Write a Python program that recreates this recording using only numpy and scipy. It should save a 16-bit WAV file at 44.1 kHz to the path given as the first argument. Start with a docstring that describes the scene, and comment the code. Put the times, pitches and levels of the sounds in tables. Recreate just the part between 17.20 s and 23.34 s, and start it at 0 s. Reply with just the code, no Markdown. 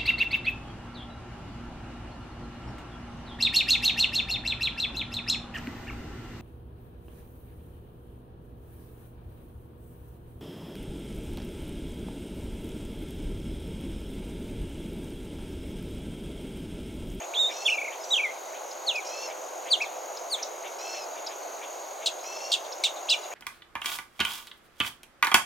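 """A songbird on a twig whistles glides and warbles, then gives harsh two-voiced chucks. One side of its
voice box makes the whistles; both sides sound together in the chucks. Other birds answer with nasal
mews, sharp chips, thin whistles and far hoarse chirps. A cricket trills with its wings over an insect
chorus and the steady rush of distant traffic. Leaves scatter every bird call, and a camera's limiter
holds down the loudest peaks."""
import sys
import numpy as np
from scipy import signal
from scipy.fft import rfft, irfft, next_fast_len
from scipy.io import wavfile
from scipy.ndimage import uniform_filter1d, minimum_filter1d, map_coordinates

SR = 44100
rng = np.random.default_rng(int(sys.argv[2]) if len(sys.argv) > 2 else 0)


def wav_out(sig):
    """Save sig, one row per channel (or a flat mono array), as 16-bit PCM at SR to the path in sys.argv[1]."""
    wavfile.write(sys.argv[1], SR, np.round(np.clip(np.atleast_2d(sig).T, -1, 1) * 32767).astype(np.int16))


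N = 270774

# A held whistle and two falling warbles. Overtones lie at 2 and 3 times the pitch:
# (second overtone [dB], third overtone [dB], rows of (time [s], pitch [Hz], level [dB]))
WHISTLE_PHRASES = [ (-19, -35, [(0.136, 2200, -42), (0.14, 2440, -32), (0.147, 4000, -36),
                   (0.155, 3300, -30), (0.175, 3500, -27.5), (0.2, 3746, -22), (0.25, 3605, -25),
                   (0.28, 3785, -28.5), (0.304, 3500, -40)]), (-17, -29, [(0.452, 3290, -35),
                   (0.465, 3540, -18.5), (0.49, 2270, -24), (0.504, 3060, -19), (0.517, 2510, -30),
                   (0.529, 2785, -22.5), (0.545, 2390, -29.5), (0.558, 2385, -38)]),
                   (-15.5, -34.5, [(0.904, 3530.0, -39), (0.912, 3900, -29), (0.927, 3850, -24),
                   (0.958, 2940, -19), (0.97, 3354, -23), (0.982, 2680, -25.5), (1.003, 2215, -27.5),
                   (1.019, 2600.0, -35.5), (1.05, 2190, -25), (1.081, 1974, -39.5), (1.108, 2200, -37)]), ]
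# Downward slides, steepest after a bend: (start [s], bend [s], end [s], start pitch [Hz], bend pitch [Hz],
# end pitch [Hz], level [dB], change at the end [dB], second overtone [dB], third overtone [dB])
SLIDES = [(1.663, 1.68, 1.735, 4700, 4200, 2400, -23, -27, -22, -48),
          (2.503, 2.518, 2.562, 4800, 4470, 2740, -19, -14, -17.5, -48),
          (3.098, 3.126, 3.167, 4900, 4400, 3120, -27, -20, -11, -26)]
# Arched notes after a slide: (start [s], length [s], from [Hz], top [Hz], to [Hz], level [dB])
HOOKS = [(1.743, 0.062, 2490, 2550, 2180, -26.5), (2.602, 0.048, 2050, 2643, 2140, -25)]
# Harsh calls; the lower voice joins at the snap: (snap [s], run-up [s], hold [s], release [s], sag [s],
# upper from [Hz], upper to [Hz], lower enters [Hz], lower settles [Hz], lower to [Hz], quiver size [Hz],
# quiver period [s], quiver decay [s], level [dB], roughness [factor])
CHUCKS = [(4.86, 0.00092, 0.025, 0.029, 0.039, 4190, 3270, 3894, 3133, 2630, 1010, 0.0095, 0.0098, -25.5, 1),
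          (5.319, .003, 0.035, 0.016, .042, 4050, 2960, 3800, 3315, 2730, 1000, .0113, 0.033, -22.5, 0.79),
          (5.638, 0.00101, 0.027, 0.029, .064, 3930, 2670, 2060, 3174, 1990, 550, 0.00985, 0.011, -21, 0.68),
          (5.901, .016, 0.046, 0.012, 0.063, 4220, 2590, 2800, 3013, 2245, 887, 0.018, 0.0094, -21, 0.45)]
# How the beak colours the harsh part of a chuck: (frequency [Hz], gain [dB])
BEAK = [(400, -90), (1800, -34), (3000, 11.0), (5500, 5.5), (8000, 2.5), (11500, -14.0), (13500, -15)]
# Nasal calls: (start [s], scoop ends [s], top [s], end [s], lower voice at top [Hz],
# upper voice at top [Hz], droop [factor], level [dB])
MEWS = [(0.304, 0.37, .49, 0.56, 2750, 4410, 0.96, -46),
        (1.848, 1.94, 2.056, 2.108, 2730, 4430, 1.4, -45.5),
        (3.586, 3.635, 3.77, 3.855, 2680, 4300, 1.05, -46),
        (5.037, 5.075, 5.3, 5.32, 2774, 4440, .1, -46.5)]
# Start and end of a mew's opening scoop: (lower voice [Hz], upper voice [Hz], level change [dB])
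MEW_SCOOP = [(2423, 3930, -7), (2607, 4240, -2)]
# Tones mixed from a mew's two pitches: (lower pitch [multiple], upper pitch [multiple])
MEW_TONES = [(1, 0), (-2, 2), (0, 1), (2, 0), (-1, 2), (1, 1), (3, 0)]
# Strength of each of those tones through the mew: (start [dB], middle [dB], end [dB])
MEW_TONE_LEVELS = [(-4, -1, -3), (-10, -12.5, -11), (-6.5, -5, -5), (-5, 0, 3), (4.5, -3, -2),
                   (-14, -17, -16), (-13, -17, -20)]
# Sharp chips: (time [s], level [dB], pitch near the top [Hz])
CHIPS = [(0.839, -31, 5650), (1.5125, -32.5, 5350), (1.757, -28, 5540), (2.6204, -26, 5600),
         (2.9713, -30, 5600), (3.229, -19, 6210), (4.0685, -23.5, 5520), (5.5243, -26.5, 5660)]
# Thin whistles: (start [s], end [s], from [Hz], to [Hz], level [dB])
THIN_WHISTLES = [(0.795, 0.845, 5200, 5170, -49.5), (.815, 1.06, 5930, 5980, -46.5),
                 (0.83, 0.916, 7650, 7680, -52)]
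# Far hoarse chirps: (start [s], level [dB])
FAR_CHIRPS = [(0, -46.5), (0.289, -43.5), (0.705, -46), (1.329, -48.5), (2.08, -47), (2.455, -44),
              (3.17, -47), (3.433, -45), (3.734, -49.5), (3.949, -50.5), (4.093, -48), (4.409, -46),
              (4.805, -48), (6.111, -45.5)]
# Echo from the leaves: (frequency [Hz], time to fade by 60 dB [s])
LEAF_DECAY = [(2000, 0.23), (4500, 0.15), (9000, 0.21)]
# Rush of distant traffic: (frequency [Hz], relative level [dB])
TRAFFIC_SPECTRUM = [(59, -85), (100, -60.5), (290, -21), (346, -10.5), (460, -8.5), (647, -0.5),
                    (1530, -15.5), (1800, -21.5), (2600, -22), (3380, -24.5), (5720, -120)]
# Insect chorus and hiss: (frequency [Hz], relative level [dB])
INSECT_SPECTRUM = [(1500, -35), (2200, -11), (2700, -51), (3700, -15), (4600, -16.5), (5450, -19.5),
                   (6050, -8.5), (6650, -5), (6950, -13.5), (7250, -20.5), (10000, -24.5), (13500, -23),
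                   (16000, -27)]
# How alike the background noise is on both sides: (frequency [Hz], likeness [0 to 1])
STEREO_LIKENESS = [(300, 0.76), (700, 0.89), (1400, 0.11), (3000, 0.76), (6600, 1), (8000, 0.68),
                   (15000, 0.28)]
# How the songbird reaches the two microphones: (frequency [Hz], left over right [dB], left lead [rad])
SINGER_STEREO = [(2200, 1.5, -0.13), (2420, -1, -0.53), (3500, -3.5, 0.48), (4500, 2, 0.15),
                 (5600, -0.5, 0.2)]
# How the background reaches them: (frequency [Hz], left over right [dB], left lead [rad])
BACKGROUND_STEREO = [(256, -6, 0.24), (464, -3, 0.84), (1100, 2, 0.77), (2200, 0.6, 0.14)]


def whistles():
    """One side of the voice box makes a near-pure tone; the windpipe passes overtones above about 6 kHz."""
    pure, bright = np.zeros(N), np.zeros(N)
    for second_db, third_db, rows in WHISTLE_PHRASES + [trill_note(), *slide_notes(), *hook_notes()]:
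        start, edge, (hz, db) = call_curves(rows)
        t = (start + np.arange(len(hz))) / SR
        hoarse_start = (t > .146) & (t < .172)
        angle = phase(hz, rough=np.where(hoarse_start, .055, .006))
        loudness = edge * amp(db + 0.84 * wobble(135, len(hz)))
        add(pure, start, loudness * np.sin(angle))
        glide_hz_per_s = np.abs(np.gradient(hz)) * SR
        rasp = .1 + .45 * np.clip(glide_hz_per_s / 40000, 0, 1)  # fast glides turn raspy
        overtones = amp(second_db) * np.sin(2 * angle)
        overtones += amp(third_db) * (np.sin(3 * angle) + 0.28 * np.sin(4 * angle))
        flutter = amp(1.7 * wobble(235, len(hz))) + rasp * wobble(1800, len(hz))
        add(bright, start, loudness * overtones * flutter)
    return pure + filtered(bright, lambda hz: 1 / (1 + (6300 / (hz + 1)) ** 12))


def trill_note():
    """Four fading swings between a quiet high note and a louder low note that sinks."""
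    start_s, beat_s, high_hz, low_hz = .571, .0325, 2640, 2255
    second_db, third_db = -32, -43
    beats = np.arange(9) / 2
    is_high = beats % 1 == 0
    hz = np.where(is_high, high_hz, low_hz - 51.3 * beats)
    db = -27 - 11.5 * is_high - 2 * beats
    return second_db, third_db, np.c_[start_s + beats * beat_s, hz, db]


def slide_notes():
    """Each slide swells, drops steeply in pitch while loud, then trails off."""
    for start, bend, end, from_hz, bend_hz, to_hz, db, end_db, second_db, third_db in SLIDES:
        steep_s, steep_hz = .55 * (end - bend), .7 * (to_hz - bend_hz)
        yield second_db, third_db, [
            (start, from_hz, db - 20), (bend, bend_hz, db - 3),
            (bend + .2 * steep_s, bend_hz + .2 * steep_hz, db),
            (bend + steep_s, bend_hz + steep_hz, db), (end, to_hz, db + end_db)]


def hook_notes():
    """Each hook rises and falls, loudest at its top."""
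    second_db, third_db, ends_db = -30, -26, -14.5
    for start, length, from_hz, top_hz, to_hz, db in HOOKS:
        yield second_db, third_db, [(start, from_hz, db + ends_db), (start + .335 * length, top_hz, db),
                                    (start + length, to_hz, db + ends_db)]


def chucks():
    """Both sides of the voice box sound; their shared airflow adds extra tones and a fading rasp."""
    voices, harsh = np.zeros(N), np.zeros(N)
    for *shape, roughness in CHUCKS:
        start, edge, (upper_hz, lower_hz, db, joined) = call_curves(chuck_shape(*shape))
        size = len(db)
        upper = np.sin(phase(upper_hz, rough=.032 * roughness))
        lower = joined * np.sin(phase(lower_hz, rough=.032 * roughness))
        flow = upper + 0.47 * lower
        air_fade = joined * amp(-300 * np.cumsum(joined) / SR)
        rasp = .9 * roughness * (1 + 0.82 * flow) * rng.standard_normal(size) * air_fade
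        loudness = edge * amp(db + 1.5 * wobble(300, size))
        add(voices, start, loudness * (upper + amp(-5.5 + 2.5 * wobble(150, size)) * lower))
        add(harsh, start, edge * amp(db) * (0.23 * flow ** 2 + .12 * flow ** 3 + rasp))
    return voices + filtered(harsh, lambda hz: amp(look_up(BEAK, hz)))


def chuck_shape(snap, run_up, hold, release, sag_s, from_hz, to_hz, enter_hz, settle_hz, lower_end_hz,
                quiver_hz, period_s, decay_s, level_db):
    """The upper voice runs up alone; the lower joins, then both sag while a quick quiver dies away."""
    t = np.linspace(-run_up, hold + release, num=80)
    after = np.clip(t, 0, None)
    sag = np.sin(np.pi / 2 * np.clip(after / sag_s, 0, 1)) ** 2
    quiver = quiver_hz * np.cos(2 * np.pi * after / period_s) * np.exp(-after / decay_s)
    rise = 1 - .5 * np.sin(np.pi / 2 * (after - t) / run_up) ** 2
    upper_hz = rise * (from_hz + sag * (to_hz - from_hz) + quiver)
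    settling = (enter_hz - settle_hz) * np.exp(-(after / .0071) ** 2)
    lower_hz = settle_hz + settling + sag * (lower_end_hz - settle_hz) + .68 * quiver
    swell_db = np.interp(t, [-run_up, 0, .012, hold, hold + release], [-18, -5, 0, -8.5, -30])
    db = level_db + 3.5 * quiver / 1000 + swell_db  # louder on the high side of the quiver
    joined = t > -.0015
    return np.c_[snap + t, upper_hz, lower_hz, db, joined]


def mews():
    """Two voices beat against each other and make a nasal stack of tones, with air noise riding on it."""
    out = np.zeros(N)
    for begin, scooped, top, end, lower_top, upper_top, droop, level_db in MEWS:
        rows = [(time, low, high, level_db + change_db)
                for time, (low, high, change_db) in zip((begin, scooped), MEW_SCOOP)]
        rows += [(top, lower_top, upper_top, level_db),
                 (end, lower_top - 190 * droop, upper_top - 450 * droop, level_db - 10 * droop)]
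        start, edge, (lower_hz, upper_hz, db) = call_curves(rows)
        size = len(db)
        lower, upper = phase(lower_hz, rough=.011), phase(upper_hz, rough=.011)
        tones = np.zeros(size)
        for (times_lower, times_upper), levels in zip(MEW_TONES, MEW_TONE_LEVELS):
            tone_db = np.interp(np.linspace(0, 2, size), range(3), levels) + 3.2 * wobble(138.5, size)
            tones += amp(tone_db) * np.sin(times_lower * lower + times_upper * upper)
        air = 1 + amp(-9) * unit(wobble(1500, size))
        add(out, start, edge * amp(db) * tones * air)
    return out


def chips():
    """Each chip flicks up and down in 20 ms, shadowed by a softer, lower voice."""
    out = np.zeros(N)
    for time, level_db, top_hz in CHIPS:
        start, edge, (hz, db) = call_curves([
            (time - .006, .57 * top_hz, -24), (time - .0005, .92 * top_hz, -15),
            (time + .003, 1.01 * top_hz, -7), (time + .0062, .9 * top_hz, -14),
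            (time + .014, .516 * top_hz, -26)])
        upper = np.sin(phase(hz, rough=.036))
        lower = amp(-7.5) * np.sin(phase(.87 * hz, rough=.092))
        add(out, start, edge * amp(level_db + db) * (upper + lower))
    return out


def thin_whistles():
    """Faint high notes that hold a nearly steady pitch."""
    out = np.zeros(N)
    for begin, end, from_hz, to_hz, level_db in THIN_WHISTLES:
        rows = [(begin, from_hz, -12), ((2 * begin + end) / 3, from_hz, 0), (end, to_hz, -9)]
        start, edge, (hz, db) = call_curves(rows)
        loudness = edge * amp(level_db + db + 3 * wobble(60, len(hz)))
        add(out, start, loudness * np.sin(phase(hz, rough=.011)))
    return out


def far_chirps():
    """Two trembling tones rise together into a hoarse chirp."""
    out = np.zeros(N)
    for time, level_db in FAR_CHIRPS:
        start, edge, (hz, db) = call_curves([
            (time, 2000, -6), (time + .019, 2550, -1), (time + .0398, 3100, -2), (time + .045, 2800, -9)])
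        hoarse = sum(np.sin(phase(ratio * hz, rough=.12)) for ratio in (.86, 1.12))
        add(out, start, edge * amp(level_db + db) * hoarse)
    return out


def cricket():
    """Each stroke scrapes a ridged vein and rings a patch of wing; the pitch arches up and falls again."""
    strokes_per_s, top_hz = 43.71, 6780
    stroke = strokes_per_s * (np.arange(N) / SR + .0065) % 1
    arch = np.sin(np.pi * np.clip(stroke / .62, 0, 1))
    angle = phase(top_hz - 350 * (1 - arch) ** 2, rough=.007)
    scrape = unit(filtered(rng.standard_normal(N), lambda hz: np.exp(-((hz - 6500) / 380) ** 2)))
    loudness = amp(-44 + 0.73 * wobble(30, N) + wobble(2.4, N)) * arch ** 0.45
    return loudness * (0.22 * scrape + np.sin(angle) + 0.14 * np.sin(2 * angle))


def leaf_echo(sound):
    """Leaves scatter sound into echoes, each frequency dying at its own speed."""
    hz, t, noise = signal.stft(rng.standard_normal((2, SR // 2)), SR, nperseg=256)
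    fade = amp(-60 * t / look_up(LEAF_DECAY, hz)[:, None])
    middle, side = signal.istft(noise * fade, SR, nperseg=256)[1]
    tail = middle + .5 * side * np.array([[1], [-1]])
    return signal.fftconvolve(sound[None], tail / np.linalg.norm(tail[0]), axes=1)[:, :N]


def distant_rush(spectrum, patchy_db):
    """Many far cars or insects blur into stereo noise with faint louder and softer patches."""
    noise = signal.stft(rng.standard_normal((2, N)), nperseg=512)[2]
    patches = uniform_filter1d(rng.standard_normal(noise.shape[1:]), size=6, axis=0)
    patches = uniform_filter1d(patches, size=14, axis=1)
    pair = signal.istft(noise * amp(patchy_db * unit(patches)), nperseg=512)[1][:, :N]

    def colour_and_width(hz):
        width = np.arccos(np.clip(look_up(STEREO_LIKENESS, hz), -1, 1)) / 2
        return amp(look_up(spectrum, hz)) * [np.cos(width), np.sin(width)]

    middle, side = filtered(pair, colour_and_width)
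    return unit(np.array([middle + side, middle - side]))


def hum():
    """A faint tone swells and fades in the rush; a fainter, higher whine comes and goes."""
    hum_hz, whine_hz, loudest_at_s, swell_s = 517, 1500, 2.2, 1.5
    whine = amp(-62 + 3.5 * wobble(1.31, N)) * np.sin(phase(np.full(N, whine_hz), rough=.0033))
    swell_db = -7 * (1 - np.exp(-((np.arange(N) / SR - loudest_at_s) / swell_s) ** 2))
    loudness = amp(-47.5 + swell_db + 1.2 * wobble(2.46, N))
    hz = hum_hz + 2.54 * wobble(3, N)
    return whine + loudness * np.sin(2 * np.pi * np.cumsum(hz) / SR)


def two_microphones(sound, table):
    """Left and right pick up each pitch with unequal strength and timing."""
    table_hz, db, lead = np.transpose(table)

    def response(hz):
        strength = amp(look_up(np.c_[table_hz, db], hz))
        shift = np.exp(1j * look_up(np.c_[table_hz, lead], hz))
        return (strength * shift) ** np.array([[.5], [-.5]])  # half to each side

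    return filtered(sound, response)


def call_curves(rows):
    """Turn a call's timed rows into its first sample, a quick fade in and out, and smooth curves."""
    times, *columns = np.transpose(rows)
    t = np.arange(times[0], times[-1], 1 / SR)
    edge = np.sqrt(2) * np.clip(np.minimum(t - times[0], times[-1] - t) / .0009, 0, 1)
    curves = [uniform_filter1d(np.interp(t, times, column), size=110) for column in columns]
    return round(times[0] * SR), edge, curves


def phase(hz, rough):
    """The running angle of a vibration whose pitch trembles by the fraction rough."""
    trembling_hz = hz * (1 + rough * wobble(700, len(hz)))
    return 2 * np.pi * (rng.random() + np.cumsum(trembling_hz) / SR)


def wobble(rate, size):
    """A smooth curve through rate random points a second."""
    points = rng.standard_normal(int(size * rate / SR) + 4)
    return map_coordinates(points, [np.arange(size) * rate / SR])


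def filtered(sound, response):
    """Scale each frequency of a sound by response(hz)."""
    size = next_fast_len(N + 8192)
    return irfft(rfft(sound, size) * response(np.fft.rfftfreq(size, 1 / SR)), size)[..., :N]


def look_up(table, hz):
    """Read between (frequency, value) rows, with octaves evenly spaced."""
    table_hz, values = np.transpose(table)
    return np.interp(np.log(hz + 1), np.log(table_hz + 1), values)


def amp(db):
    """Turn decibels into a gain."""
    return 10 ** (np.asarray(db) / 20)


def unit(sound):
    """Scale to an average (rms) strength of 1."""
    return sound / np.sqrt(np.mean(sound ** 2) + 1e-20)


def add(track, start, sound):
    """Mix a sound into a track from sample start on."""
    part = track[start:start + len(sound)]
    part += sound[:len(part)]


def scene():
    """Mix the birds and their echoes with the cricket, traffic and insect chorus."""
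    near, far, mew = chips() + thin_whistles(), far_chirps(), mews()
    notch = lambda hz: 1 - 1.02 / (1 + ((hz - 3060) / 70) ** 2)  # a reflection cancels one narrow band
    singer = filtered(whistles() + chucks(), notch)
    direct = two_microphones(singer, SINGER_STEREO) + near + mew + far * amp([[-1.5], [-3.5]]) + cricket()
    tree_echo = amp(-27) * np.pad(singer, (round(.12 * SR), 0))[:N]  # far trees answer late
    into_leaves = amp(-9) * singer + tree_echo + amp(-5) * near + amp(-9.5) * mew + amp(-3.5) * far
    echoes = amp(-9) * tree_echo + leaf_echo(into_leaves)
    drift = amp(.4 * wobble(1.5, N))
    traffic = amp(-39) * drift * distant_rush(TRAFFIC_SPECTRUM, patchy_db=0.25)
    insects = amp(-47) * distant_rush(INSECT_SPECTRUM, patchy_db=1.4)
    return direct + echoes + two_microphones(traffic + insects + hum(), BACKGROUND_STEREO)


def record(dry):
    """The camera turns down the loudest peaks and cuts the deep bass and the highest treble."""
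    peak_limit, reaction_s, bass_hz, top_hz = .3, .004, 110, 15850
    span = round(reaction_s * SR)
    needed_gain = peak_limit / np.maximum(np.abs(dry).max(axis=0), peak_limit)
    gain = uniform_filter1d(minimum_filter1d(needed_gain, size=2 * span), size=span)
    return filtered(dry * gain, lambda hz: (hz < top_hz) * hz ** 2 / (hz ** 2 + bass_hz ** 2))


dry = scene()
out = record(dry)
wav_out(out)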